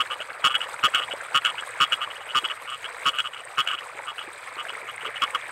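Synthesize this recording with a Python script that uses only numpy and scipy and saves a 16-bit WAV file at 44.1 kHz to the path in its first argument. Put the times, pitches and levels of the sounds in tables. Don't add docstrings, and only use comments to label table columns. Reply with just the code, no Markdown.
import sys
import numpy as np
from scipy import signal
from scipy.fft import rfft, irfft, next_fast_len
from scipy.io import wavfile
from scipy.ndimage import map_coordinates

SR = 44100
rng = np.random.default_rng(int(sys.argv[2]) if len(sys.argv) > 2 else 0)


def output_pcm(signal):
    pcm = np.clip(np.atleast_2d(signal).T, -1, 1) * 32767
    wavfile.write(sys.argv[1], SR, np.round(pcm).astype(np.int16))


def how_loud(loudness_db):
    steps = np.asarray(loudness_db, float) / 20
    return 10 ** steps


N = 242991

# f/Hz, level/dB
SAC_BAND = [(1900, -42), (2200, -8), (2330, -16), (2470, -15), (2610, -3), (2745, -7), (2885, 2.5),
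            (3020, 2.5), (3155, -12), (3290, 0.5), (3430, -23), (3560, -17.5), (3750, -25.5), (4300, -73)]
# f/Hz, level/dB
THROAT_BAND = [(700, -31.5), (960, -31.5), (1090, -8.5), (1235, 3.5), (1370, -2.5), (1510, -4), (1640, -16),
               (1800, -15.5), (2050, -20), (2300, -51)]
# f/Hz, level/dB
SNAP_BAND = [(3200, -40.5), (3800, -1.5), (4600, -2), (6200, -9), (8300, 2), (10000, -17.5), (15800, -18)]
# f/Hz, delay/s
THROAT_DELAY = [(1000, -.0045), (1165, -.0036), (1300, -.0018), (1440, -.0013), (1600, .0006), (2000, .002)]
SAC_DELAY = [(2130, -.0022), (2260, .001), (2400, .0012), (2540, -.0018), (2680, -.0018), (2815, -.001),
             (2950, .0008), (3090, -.0009), (3220, .0004), (3300, .0024), (3500, .0024)]

# t of first pulse/s, length/cycles, pulse rate/Hz, level/dB
NEAR_LONG_NOTES = [
    (-0.0154, 5.58, 138.6, -17.5),
    (0.4442, 5.67, 139.5, -16),
    (0.8392, 4.79, 138.1, -16.5),
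    (1.3474, 5.715, 140.6, -17),
    (1.8052, 6.45, 139.4, -17),
    (2.3501, 6.13, 135.8, -20),
    (3.0581, 6.15, 140.8, -19.5),
    (3.5835, 4.674, 140.2, -18.5),
]
FAR_LONG_NOTES = [(0.1041, 5.59, 134.7, -29), (0.4991, 4.53, 134.4, -28), (1.0142, 4.58, 133.5, -30.5),
                  (1.4724, 5.47, 139.1, -28.5), (2.0102, 5.89, 135.4, -28.5), (2.6777, 4.78, 132.3, -34),
                  (2.7182, 6.33, 139, -32.5), (3.1358, 6.27, 134.2, -32.5), (3.2438, 5.11, 134.7, -30.5),
                  (3.7299, 3.99, 141.8, -28), (4.0753, 4.95, 134.5, -32), (4.5833, 5.3, 135.6, -32.5),
                  (4.8833, 3.87, 135.9, -35), (5.0485, 4.65, 133.3, -31)]
AWAY_LONG_NOTES = [
    (0.6282, 3.86, 139.6, -34.5),
    (0.9611, 6, 137.9, -24),
    (2.2084, 4.24, 139.4, -44.5),
    (3.3905, 2.9, 135.7, -39.5),
    (3.6949, 4.9, 140.6, -31),
    (4.2045, 4.37, 144.6, -40.5),
]
SHORT_CALLS = [(0.2054, 2.9, 122.7, -29), (0.5451, 2.89, 123.3, -18), (0.6083, 1.86, 117.3, -24),
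               (0.9492, 1.7, 127.4, -11), (1.1117, 3.03, 125.2, -27.5), (1.4514, 3.12, 117.3, -16),
               (1.5841, 2.88, 132.2, -28), (1.9238, 2.79, 125, -16.5), (2.1597, 1.95, 113.3, -36.5),
               (2.2921, 4.35, 124.4, -33), (2.8452, 2.97, 134.3, -26.5), (3.188, 3, 127.8, -19),
               (4.1842, 2.19, 116.6, -28.5), (5.0104, 2.36, 120.9, -34.5), (5.1601, 2.96, 125, -32)]
AWAY_SHORT_CALLS = [
    (3.3365, 1.46, 93.6, -28),
    (3.3685, 1.99, 132.5, -33.5),
    (3.6763, 1.594, 88.34, -16),
    (3.7155, 0.75, 143, -13.5),
    (3.7813, 2.63, 133.1, -30.5),
    (4.6875, 3.08, 125.1, -30),
]
DEEP_NOTES = [
    (5.2221, 3.63, 125.4, -21.5),
    (5.3503, 1.74, 128.8, -22),
]
WARM_UP_PULSES = [
    (0.832, 0.85, 138, -27),
    (0.9414, 0.82, 128, -25.5),
    (3.5763, 0.345, 138, -26),
    (3.6655, 0.28, 110, -29.5),
    (4.0679, 0.68, 136, -42),
    (5.2141, 0.46, 125, -41),
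    (5.3426, 0.7, 129, -40),
]
QUICK_NOTES = [
    (2.1054, 2.6, 149.2, -32.5),
    (2.445, 2.8, 146.5, -22),
    (2.5014, 3.3, 145.4, -27),
]

# t/s, level/dB
FLOW_LEVEL = [(0, -40.5), (0.29, -41.5), (0.69, -40.5), (1.05, -40), (1.3, -40.5), (1.53, -40),
              (1.69, -40.5), (1.96, -40), (2.1, -42), (2.6, -42.5), (3.15, -42), (3.73, -42), (3.96, -43),
              (4.42, -43.5), (4.68, -41.5), (4.9, -41.5), (5.09, -41.5), (5.51, -40)]
# f/Hz, density/(dB per Hz)
BABBLE_BAND = [(120, -50), (200, -25), (360, -14.5), (500, -2.5), (720, -4), (1010, -1.5), (1300, 0),
               (2300, -3.5), (2700, -11.5), (3300, -22), (4500, -45), (5850, -41), (9900, -120)]
FIZZ_BAND = [(2000, -17), (3000, -2), (3900, -7), (5500, -15.5), (7000, -13.5), (9500, -13), (12500, -28.5),
             (15800, -31.5), (16500, -60)]
# t/s, level/dB
FAR_CHORUS_LEVEL = [
    (0, -46),
    (0.2, -68),
    (0.7, -64),
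    (1.3, -48.5),
    (2.0, -46.5),
    (2.2, -51),
    (4.1, -58.5),
    (4.45, -45),
    (5.51, -41),
]
# f/Hz, width/Hz, level/dB
PORT_PEAKS = [(3890, 650, 4.5), (4861, 116, 7.5), (8286, 1174, 13.5), (10800, 142, 3), (11430, 470, 11),
              (13500, 720, 13), (15600, 300, 9)]
# f/Hz, density/(dB per Hz)
RUMBLE_BAND = [(15, -54), (25, -27.5), (53, -16.5), (80, -8), (113, 3.5), (145, -4.5), (300, -18),
               (390, -21.5), (660, -120)]
# f/Hz, level/dB
HUM_TONES = [(51, -72.5), (101, -93), (122, -84.5)]

# t/s, level/dB, f/Hz
LOW_PLOPS = [(0.062, -28.5, 1630), (0.205, -31.5, 590), (0.69, -28, 1082), (0.743, -23.5, 1360),
             (0.795, -29, 2400), (0.885, -25, 1690), (1.001, -22.5, 1335), (1.087, -29.5, 923),
             (1.097, -34, 734), (1.138, -25.5, 536.4), (1.438, -31.5, 1360), (1.546, -28.5, 907),
             (1.555, -31.5, 2270), (1.625, -25, 1200), (1.792, -31, 2140), (1.882, -30.5, 1227),
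             (1.911, -37.5, 1360), (2.076, -26, 1063), (2.434, -39.5, 352.5), (2.488, -27.5, 3110),
             (2.249, -42.5, 594), (3.999, -30, 855), (4.119, -31.5, 856), (4.278, -40.5, 339),
             (4.476, -28.5, 2000), (4.653, -25, 1555), (4.754, -25.5, 1894), (4.981, -25.5, 2040),
             (5.145, -29, 2010), (5.305, -28.5, 2020)]
HIGH_TICKS = [(0.074, -40.5, 4070), (0.332, -42, 4200), (0.531, -44, 7900), (0.583, -41, 10100),
              (0.615, -42.5, 7530), (0.744, -35, 8070), (1.137, -35.5, 8130), (1.214, -40.5, 7020),
              (1.611, -34.5, 7920), (1.678, -40, 9850), (1.692, -37, 8670), (1.709, -34.5, 7950),
              (2.622, -44, 11100), (2.703, -36.5, 8150), (2.746, -40.5, 7960), (3.159, -44.5, 11200),
              (3.453, -33.5, 8270), (3.734, -38.5, 7650), (4.058, -38, 8070), (4.333, -36.5, 8590),
              (4.361, -42.5, 3820), (2.473, -47.5, 3180), (4.557, -41, 4120), (4.963, -34.5, 8410),
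              (5.179, -44.5, 9060), (5.415, -36, 3270)]
# t/s, length/s, level/dB, f/Hz
MUD_BURBLES = [
    (0.81, 0.093, -38.5, 524),
    (0.99, 0.028, -38, 561),
    (1.085, 0.0723, -37, 613),
    (4.72, 0.11, -42.5, 489),
    (5.03, 0.0767, -38.5, 478),
]
# t/s, level/dB
PEAK_CEILING = [
    (0, -11.5),
    (1.98, -11.5),
    (2.0, -14.3),
    (5.51, -14.3),
]

FADE_DB_PER_CYCLE = -14
THROAT_LAG = 0.007
SAC_MIDDLE_HZ, SAC_TILT_HZ, SWELL_S = 2950, 350, .009
SNAP_DB = -26
FIZZ_DB = -11.5
RUMBLE_DB, RUMBLE_GROWS = -66.5, 1.74
STRAY_DB, STRAY_SPREAD_DB, STRAY_LO_HZ, STRAY_HI_HZ = -48, 4, 340, 12000
BURBLE_SPREAD = 0.206


def unit(x):
    return x / np.sqrt(np.mean(x ** 2) + 1e-20)


def curves(rows):
    s, *cols = np.transpose(rows)
    return [np.interp(np.arange(N) / SR, s, c) for c in cols]


def wobble(rate):
    knots = rng.standard_normal(int(N * rate / SR) + 4)
    return map_coordinates(knots, [np.arange(N) * rate / SR])


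def along(points, hz):
    f, v = np.transpose(points)
    return np.interp(np.log(hz + 1), np.log(f + 1), v)


def filtered(x, response):
    m = next_fast_len(N + 8192)
    return irfft(rfft(x, m) * response(np.fft.rfftfreq(m, 1 / SR)), m)[..., :N]


def coloured(x, spectrum, peaks=()):
    def response(hz):
        bumps = sum(top / (1 + (2 * (hz - c) / w) ** 2) for c, w, top in peaks)
        return how_loud(along(spectrum, hz) + bumps)
    return unit(filtered(x, response))


def voices(notes, throat_db, onset_db):
    return [(*note, throat_db, onset_db) for note in notes]


def rasp(pulses, db, t60):
    tail = how_loud(-60 * np.arange(400) / SR / t60)
    flutter = signal.fftconvolve(pulses, tail / np.linalg.norm(tail))[:N]
    return pulses + how_loud(db) * flutter * rng.standard_normal(N)


def voiced(pulses, spectrum, sweep, shift, spread):
    def response(hz):
        gain = how_loud(along(spectrum, hz / shift))
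        turns = spread * np.cumsum(along(sweep, hz / shift)) * hz[1]
        return gain / np.sqrt(np.mean(gain ** 2)) * np.exp(-2j * np.pi * turns)
    return filtered(pulses, response)


def croak(notes, wake_db, wake, sag_db, gain_db, shift, rasp_db, glide):
    ring, throat, burst, fill = np.zeros((4, N))
    for s, cycles, hz, ring_db, throat_db, onset_db in notes:
        count = int(np.ceil(cycles))
        k = np.arange(count + 1)
        t = k / hz
        chance = rng.standard_normal((count + 1, 3))
        fade = FADE_DB_PER_CYCLE * (count - cycles) * (k >= count - 1)
        edge = gain_db + onset_db * (k == 0) + fade
        unrest = .00002 + .00025 * np.exp(-t / .007)
        at = np.round((s + t + unrest * chance[:, 2]) * SR).astype(int)
        size = np.sqrt(SR / hz) * (at >= 0)
        waking = wake_db * np.exp(-(t / wake) ** 2)
        ring[at] += (k < count) * size * how_loud(ring_db + edge + waking + chance[:, 0])
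        fill[at] = glide * (.4 - 1.4 * np.exp(-t / SWELL_S))
        low_db = ring_db + throat_db - 2.5 + edge - 7.7 * (k == count) + sag_db * t
        low = size * how_loud(low_db + chance[:, 1])
        throat[at[1:] + np.round(THROAT_LAG * t[1:] * SR).astype(int)] += low[1:]
        burst[at[0]] += low[0]

    def sac_ring(way):
        pulses = rasp(ring * (1 + way * fill) / 2, rasp_db, t60=.03)
        return voiced(pulses, SAC_BAND, SAC_DELAY, 1, 1)
    slack, taut = sac_ring(-1), sac_ring(1)
    tilted = filtered(taut - slack, lambda hz: np.clip((hz - SAC_MIDDLE_HZ) / SAC_TILT_HZ, -1, 1))
    snap = how_loud(SNAP_DB) * voiced(rasp(ring, 1.89, t60=0.0302), SNAP_BAND, SAC_DELAY, 1, 0)
    start = voiced(burst, THROAT_BAND, THROAT_DELAY, 1.0906 * shift, 0.3413)
    tone = voiced(rasp(throat, rasp_db, t60=0.16), THROAT_BAND, THROAT_DELAY, shift, 0.93)
    return slack + taut + tilted + snap + start + tone


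def frogs():
    long = (voices(NEAR_LONG_NOTES, 4.945, -4.5) + voices(FAR_LONG_NOTES, 4.3, -6.0)
            + voices(AWAY_LONG_NOTES, 1.5, 1.18) + voices(WARM_UP_PULSES, 3.6, .1)
            + voices(QUICK_NOTES, -0.6, -2.45))
    short = voices(SHORT_CALLS, -0.77, -1.5) + voices(AWAY_SHORT_CALLS, -3.5, -4.47)
    deep = voices(DEEP_NOTES, 6.28, -1.23)
    return (croak(long, wake_db=-0.5, wake=0.0071, sag_db=-150, gain_db=-2.0,
                  shift=0.9725, rasp_db=-10, glide=0.368)
            + croak(short, wake_db=-0.5, wake=0.0046, sag_db=-150, gain_db=-4.0,
                    shift=1.08, rasp_db=-4.5, glide=0.405)
            + croak(deep, wake_db=1.5, wake=0.0036, sag_db=-120, gain_db=-2.5,
                    shift=0.9377, rasp_db=-3, glide=-0.028))


def place(s, shapes):
    at = np.round(s * SR).astype(int)[:, None] + np.arange(shapes.shape[1])
    inside = (at >= 0) & (at < N)
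    return np.bincount(at[inside], shapes[inside], N)


def bubbles(s, hz, gain, cycles, rise, size):
    turn = hz[:, None] * np.arange(size) / SR
    life = turn / cycles[:, None]
    swell = np.exp(-life) * (1 - np.exp(-3 * turn))
    tone = np.sin(2 * np.pi * turn * (1 + rise * np.minimum(life, 3)))
    return place(s, gain[:, None] * swell * tone)


def swarm(count, lo_hz, hi_hz, cycles, spread_db, size):
    u = rng.random((count, 4))
    hz = lo_hz * (hi_hz / lo_hz) ** u[:, 1]
    gain = hz * how_loud(spread_db * u[:, 2] ** 3)
    return bubbles(u[:, 0] * N / SR, hz, gain, cycles * (0.496 + u[:, 3]), 0.0573, size)


def water():
    (flow_db,), (chorus_db,) = curves(FLOW_LEVEL), curves(FAR_CHORUS_LEVEL)
    surge = wobble(14)
    low = swarm(count=5500, lo_hz=255.73, hi_hz=4395, cycles=4.18, spread_db=12.5, size=600)
    high = swarm(count=9000, lo_hz=2936, hi_hz=15970, cycles=7.14, spread_db=13.5, size=250)
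    chorus = unit(swarm(count=1500, lo_hz=1626, hi_hz=2270, cycles=4.35, spread_db=4.5, size=500))
    low_wash = coloured(rng.standard_normal(N), BABBLE_BAND)
    high_wash = coloured(rng.standard_normal(N), FIZZ_BAND, PORT_PEAKS)
    babble = coloured(low, BABBLE_BAND) + how_loud(-4.5) * low_wash
    fizz = coloured(high, FIZZ_BAND, PORT_PEAKS) + how_loud(-2.5) * high_wash
    babble *= how_loud(flow_db + 0.6 + 1.1 * surge + 1.4 * wobble(40))
    fizz *= how_loud(flow_db + FIZZ_DB + 1.2 * surge + 1.8 * wobble(45))
    return babble + fizz + chorus * how_loud(chorus_db + 1.7 * wobble(5))


def night():
    t = np.arange(N) / SR
    hum = np.zeros(N)
    for hz, db in HUM_TONES:
        hum += how_loud(db + 2.3 * wobble(2.91)) * np.sin(2 * np.pi * hz * t + .5 * wobble(1.63))
    flow_db, = curves(FLOW_LEVEL)
    rumble_db = RUMBLE_DB + RUMBLE_GROWS * (flow_db - flow_db.mean()) + 1.25 * wobble(5.432)
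    return hum + how_loud(rumble_db) * coloured(rng.standard_normal(N), RUMBLE_BAND)


def burbles():
    s, length, db, hz = np.repeat(MUD_BURBLES, 7, axis=0).T
    u = rng.random(size=(len(s), 3))
    pitch_hz = hz * np.exp(BURBLE_SPREAD * (2 * u[:, 1] - 1))
    return np.c_[s + length * u[:, 0], db - 6 * u[:, 2], pitch_hz]


def drops():
    u = rng.random(size=(70, 3))
    stray_db = STRAY_DB + STRAY_SPREAD_DB * (2 * u[:, 1] - 1)
    stray_hz = STRAY_LO_HZ * (STRAY_HI_HZ / STRAY_LO_HZ) ** u[:, 2]
    stray = np.c_[u[:, 0] * N / SR, stray_db, stray_hz]
    s, db, hz = np.vstack([LOW_PLOPS, HIGH_TICKS, stray, burbles()]).T
    cycles = 2.14 * (np.maximum(hz, 1300) / 1000) ** 0.798
    return how_loud(5.5) * bubbles(s - .001, hz, how_loud(db), cycles, 0.0191, size=900)


def echoes(x, t60):
    t = np.arange(SR // 8) / SR
    tail = rng.standard_normal(len(t)) * how_loud(-60 * t / t60) * (t > .003)
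    return signal.fftconvolve(x, tail / np.linalg.norm(tail))[:N]


def scene():
    near = frogs() + drops()
    wet = how_loud(-19) * echoes(near, t60=.06)
    return (near + wet + water() + night())[None]


def roll_off(x):
    return signal.sosfilt(signal.butter(12, 16410, fs=SR, output="sos"), x)


def record(dry):
    top = how_loud(curves(PEAK_CEILING)[0])
    x = dry / top
    x = x / (1 + np.abs(x) ** 14) ** (1 / 14)
    x = top * (x + 0.045 * x ** 6)
    mix = filtered(x, lambda hz: (hz < 15830) * hz / np.hypot(hz, 45))
    return roll_off(mix)


dry = scene()
out = record(dry)
output_pcm(out)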